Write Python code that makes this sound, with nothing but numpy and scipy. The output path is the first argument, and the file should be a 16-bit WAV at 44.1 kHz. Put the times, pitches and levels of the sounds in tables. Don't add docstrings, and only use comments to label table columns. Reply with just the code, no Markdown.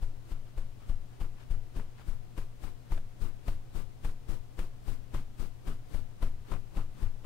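import sys
import numpy as np
from scipy import signal
from scipy.fft import rfft, irfft
from scipy.io import wavfile

SR = 44100
rng = np.random.default_rng(int(sys.argv[2]) if len(sys.argv) > 2 else 0)


def transcribe(u):
    v = np.clip(np.atleast_2d(u).T, -1, 1)
    q = np.round(v * 32767).astype(np.int16)
    wavfile.write(sys.argv[1], SR, q)


N = 319964
TIME = np.arange(N) / SR

# (peak time [s], swell time [s], relative push [dB], relative rub [dB], relative bite [dB])
STROKES = [(0.026, .009, -14.5, -69, -51.5), (0.32, 0.037, -18.5, -52, -57),
           (0.578, 0.0075, -16, -53.5, -52.5), (0.897, 0.016, -14, -55, -50.5),
           (1.212, 0.01, -16, -48, -49.5), (1.509, 0.0064, -13, -51, -57), (1.768, 0.016, -17, -44.5, -52),
           (2.084, 0.02, -16, -52, -65), (2.381, 0.014, -18.5, -48, -44.5), (2.638, 0.02, -21.5, -47, -49),
           (2.921, 0.016, -12.5, -47.5, -42), (3.22, 0.016, -15, -46, -56), (3.483, 0.023, -15, -49, -41),
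           (3.757, 0.015, -17, -45.5, -61), (4.05, 0.014, -15, -46.5, -42),
           (4.292, 0.0079, -16.5, -45, -68), (4.592, .014, -16.5, -45, -41.5),
           (4.882, 0.021, -16, -47.5, -49), (5.146, 0.011, -16, -42.5, -40.5),
           (5.40, 0.015, -17.5, -46, -71), (5.678, 0.019, -17, -43.5, -46.5), (5.945, 0.038, -15, -48, -46),
           (6.228, 0.012, -11.5, -45.5, -40.5), (6.518, 0.023, -16, -41.5, -50),
           (6.771, 0.022, -14, -44, -46), (7.029, 0.046, -13, -47, -52.5),
           (7.258, 0.0068, -13.5, -38, -43.5)]


def from_db(db):
    return 10 ** (np.asarray(db) / 20)


def rms_one(x):
    return x / np.sqrt(np.mean(x ** 2, axis=-1, keepdims=True) + 1e-20)


def sides(right_db):
    return from_db(np.vstack([0 * right_db, right_db]))


def colour(x, spectrum):
    hz, db = np.transpose(spectrum)
    bins = np.maximum(np.arange(N // 2 + 1) * SR / N, 1)
    gain = from_db(np.interp(np.log(bins), np.log(hz), db))
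    return np.sqrt(SR / 2) * irfft(rfft(x) * gain, N)


def peak(s, rise, fall):
    before = (s - TIME) / max(rise, 0.001)
    after = (TIME - s) / max(fall, 0.001)
    return np.exp(-np.minimum(np.maximum(before, after), 40))


def bump(s, half_width):
    return np.exp(-((TIME - s) / half_width) ** 2)


def resonate(x, hz, width_hz):
    r = np.exp(-np.pi * width_hz / SR)
    numerator = np.array([1, 0, -1]) * (1 - r * r) / 2
    return signal.lfilter(numerator, [1, -2 * r * np.cos(2 * np.pi * hz / SR), r * r], x)


def friction(spectrum, slips_per_s, spread_db, shared):
    unevenness_db = spread_db * np.minimum(rng.exponential(1, (3, N)), 4)
    sizes = from_db(unevenness_db) * rng.standard_normal((3, N))
    slips = sizes * (rng.random((3, N)) < slips_per_s / SR)
    heard = np.sqrt(1 - shared) * slips[:2] + np.sqrt(shared) * slips[2]
    return rms_one(colour(heard, spectrum))


def by_depth(s, pair):
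    # (time [s], depth [0 on top to 1])
    depth_points = [(0, 0.043), (1.3, 0.14), (2.3, 0.66), (3.2, 0.86), (4.3, 1.0), (5.4, 0.93), (6.3, 0.62),
                    (7.25, 0.21)]
    depth = np.interp(s, *np.transpose(depth_points))
    return pair[0] + (pair[1] - pair[0]) * depth


def strokes():
    forward = dict(press_s=0.0063, release_s=(0.07, 0.085), push_pan_db=(-7.5, -4),
                   pan_db=(-2, -14), fade_s=(0.038, 0.074), hiss_db=(-58, -52))
    backward = dict(press_s=0.005, release_s=(0.026, 0.025), push_pan_db=(-7, -22),
                    pan_db=(-6.5, -21), fade_s=(0.018, 0.11), hiss_db=(-56.5, -52))
    return [((forward, backward)[k % 2], *row) for k, row in enumerate(STROKES)]


def room(shared=0.093):
    # (frequency [Hz], density [dB per Hz])
    left_spectrum = [(15, -66), (30, -67), (55, -74), (110, -77), (160, -82.5), (230, -82.5), (320, -86),
                     (500, -90), (750, -92.5), (1700, -102), (2700, -103), (4000, -106), (10000, -113),
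                     (16000, -116)]
    right_spectrum = [(15, -70), (30, -71), (55, -79), (80, -81), (110, -78), (160, -88), (320, -94),
                      (750, -101), (1100, -102), (1700, -106), (4000, -110), (10000, -114), (16000, -117.5)]
    # (frequency [Hz], left level [dB rms], right level [dB rms], lag of the right capsule [rad])
    tones = [(120, -52, -56, 1.5), (130.3, -68, -69, 1.6), (718.5, -75, -90, .2), (2000, -92, -89, 0),
             (3000, -92, -91, 0), (4000, -93, -92, 0)]
    left, right, both = rng.standard_normal((3, N))
    own, common = np.sqrt(1 - shared), np.sqrt(shared)
    air = np.array([colour(own * left + common * both, left_spectrum),
                    colour(own * right + common * both, right_spectrum)])
    air = signal.sosfilt(signal.butter(2, 14, "high", fs=SR, output="sos"), air)
    for hz, left_db, right_db, lag in tones:
        phase = 2 * np.pi * (hz * TIME + rng.random()) - np.array([[0], [lag]])
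        air = air + from_db([[left_db], [right_db]]) * np.sqrt(2) * np.sin(phase)
    return air


def grazes(right_db=-5.0, half_width_s=0.039):
    # (time [s], left level [dB])
    touches = [(0.48, -65), (0.834, -60.5), (1.14, -63.5), (1.412, -58), (2.0, -57.5), (2.872, -66),
               (6.49, -59), (6.98, -63.5)]
    # (frequency [Hz], relative density [dB per Hz])
    whisper = [(100, -5), (400, -5), (800, -5), (1300, -2), (1700, -4), (2100, -9), (3000, -9), (6000, -20),
               (15000, -28)]
    touch = sum(from_db(db) * bump(s, half_width_s) for s, db in touches)
    return sides(right_db) * touch * friction(whisper, slips_per_s=2700, spread_db=-2.0, shared=0.16)


def stand(delay=0.015, rise=0.032, fall=0.074, level_db=1.0):
    # (frequency [Hz], bandwidth [Hz], left gain [dB], right gain [dB])
    modes = [(76, 9, -29, -38), (103, 12, -44, -30)]
    shake = sum(from_db(db + level_db) * peak(s + delay, rise, fall) for s, _, db, *_ in STROKES)
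    out = 0
    for hz, width_hz, left_db, right_db in modes:
        force = shake * rng.standard_normal((2, N)) * np.sqrt(SR / (np.pi * width_hz))
        out = out + from_db([[left_db], [right_db]]) * resonate(force, hz, width_hz)
    return out


def catches(pan_db=(-4, -18)):
    # (time [s], fade time [s], left level at the start [dB])
    snag_points = [(1.797, 0.0032, -42.5), (1.995, .004, -49), (2.676, 0.0026, -46), (2.977, 0.0034, -39.5),
                   (6.518, 0.015, -40.5), (6.538, 0.0011, -32), (6.753, 0.0012, -44), (6.772, 0.034, -46)]
    bite_hz, bite_fade_s, bite_ring_db = 586, 0.0062, 2
    snag_hz = 880
    octaves_at_3_ms, narrowing = 2.13, 0.38
    bites = [(s, bite_fade_s, db + bite_ring_db, bite_hz) for s, *_, db in STROKES]
    snags = [(s, fade, db, snag_hz) for s, fade, db in snag_points]
    out = np.zeros((2, N + SR))
    age = TIME[:SR // 8]
    for s, fade, db, hz in bites + snags:
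        slips = rng.standard_normal(len(age)) * np.exp(-age / fade)
        octaves = octaves_at_3_ms * (0.003 / fade) ** narrowing
        edges_hz = [hz / 2 ** (octaves / 2), hz * 2 ** (octaves / 2)]
        band = signal.butter(2, edges_hz, "band", fs=SR, output="sos")
        burst = rms_one(signal.sosfilt(band, slips)) * np.sqrt(fade / (2 * age[-1]))
        start = int(s * SR)
        out[:, start:start + len(age)] += sides(by_depth(s, pan_db)) * from_db(db) * burst
    return out[:, :N]


def bristles(rub_db=4.5, scuff_db=2.5, drag_db=-8.0, scuff_rise=0.007, scuff_fall=0.011, rub_lead=0.88,
             drag_delay=0.039, drag_length=0.017, bass_apart=1.77, stick_slip_db=1.0):
    # (frequency [Hz], relative density [dB per Hz])
    rub_spectrum = [(50, -20), (110, 5), (220, 0), (400, -4.5), (700, -16.5), (1200, -13.5), (1900, -30),
                    (2900, -25), (4500, -34), (15000, -41)]
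    drag_spectrum = [(300, -3), (800, -3), (1300, 1), (1700, -9), (2200, -8.5), (2900, -9), (4500, -35),
                     (15000, -44)]
    scuff_spectrum = [(60, 7), (130, -18), (260, 3.5), (500, -3), (1000, -3), (1800, -10.5), (3000, -11.5),
                      (5000, -24.5), (15000, -28)]
    hiss_spectrum = [(500, -38), (1500, 7), (3000, -0.5), (4500, 1), (6000, -3.5), (9000, -0.5),
                     (11000, -6.5), (13500, -4.5), (16000, -10)]
    contact_s, lift_s = 0.086, 0.013
    hiss = rub = drag = scuff = 0
    for way, s, swell, _, rub_level, bite_level in strokes():
        right_db = by_depth(s, way["pan_db"])
        wide = sides(right_db)
        close = sides(right_db * bass_apart)
        fade = np.exp(by_depth(s, np.log(way["fade_s"])))
        touching = (1 - np.tanh((TIME - s - contact_s) / (2 * lift_s))) / 2
        hiss_gain = from_db(by_depth(s, way["hiss_db"]))
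        hiss = hiss + wide * (touching * hiss_gain * peak(s, swell, fade))
        drag = drag + wide * (from_db(rub_level + drag_db) * bump(s + drag_delay, drag_length))
        rub = rub + close * (touching * from_db(rub_level + rub_db) * peak(s, swell * rub_lead, fade))
        scuff = scuff + close * (from_db(bite_level + scuff_db) * peak(s, scuff_rise, scuff_fall))
    flutter = rms_one(resonate(rng.standard_normal(N), 150, 230))
    grip = from_db(stick_slip_db * flutter)
    coarse = (rub * friction(rub_spectrum, slips_per_s=6600, spread_db=2.0, shared=0.24)
              + drag * friction(drag_spectrum, slips_per_s=4600, spread_db=0.5, shared=0.092)
              + scuff * friction(scuff_spectrum, slips_per_s=5300, spread_db=4.0, shared=0.49))
    fine = hiss * friction(hiss_spectrum, slips_per_s=25000, spread_db=-1.0, shared=0.078)
    return grip * coarse + fine


def thumps(capsule_hz=12.64, capsule_q=2.77, low_cut_hz=17.2, foam_hz=286.0, level_db=1.85):
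    pressure = 0
    for way, s, _, push_db, *_ in strokes():
        pulse = peak(s, way["press_s"], by_depth(s, way["release_s"]))
        pan = sides(by_depth(s, way["push_pan_db"]))
        pressure = pressure - from_db(push_db + level_db) * pan * pulse
    w = 2 * np.pi * capsule_hz
    roll_off = signal.bilinear([1, 0, 0], [1, w / capsule_q, w * w], SR)
    swing = signal.lfilter(*roll_off, pressure)
    return signal.sosfilt(signal.butter(2, [low_cut_hz, foam_hz], "band", fs=SR, output="sos"), swing)


def scene():
    return room() + grazes() + stand() + catches() + bristles() + thumps()


def record(dry):
    return signal.sosfilt(signal.ellip(12, 0.1, 90, 15700, fs=SR, output="sos"), dry)


dry = scene()
out = record(dry)
transcribe(out)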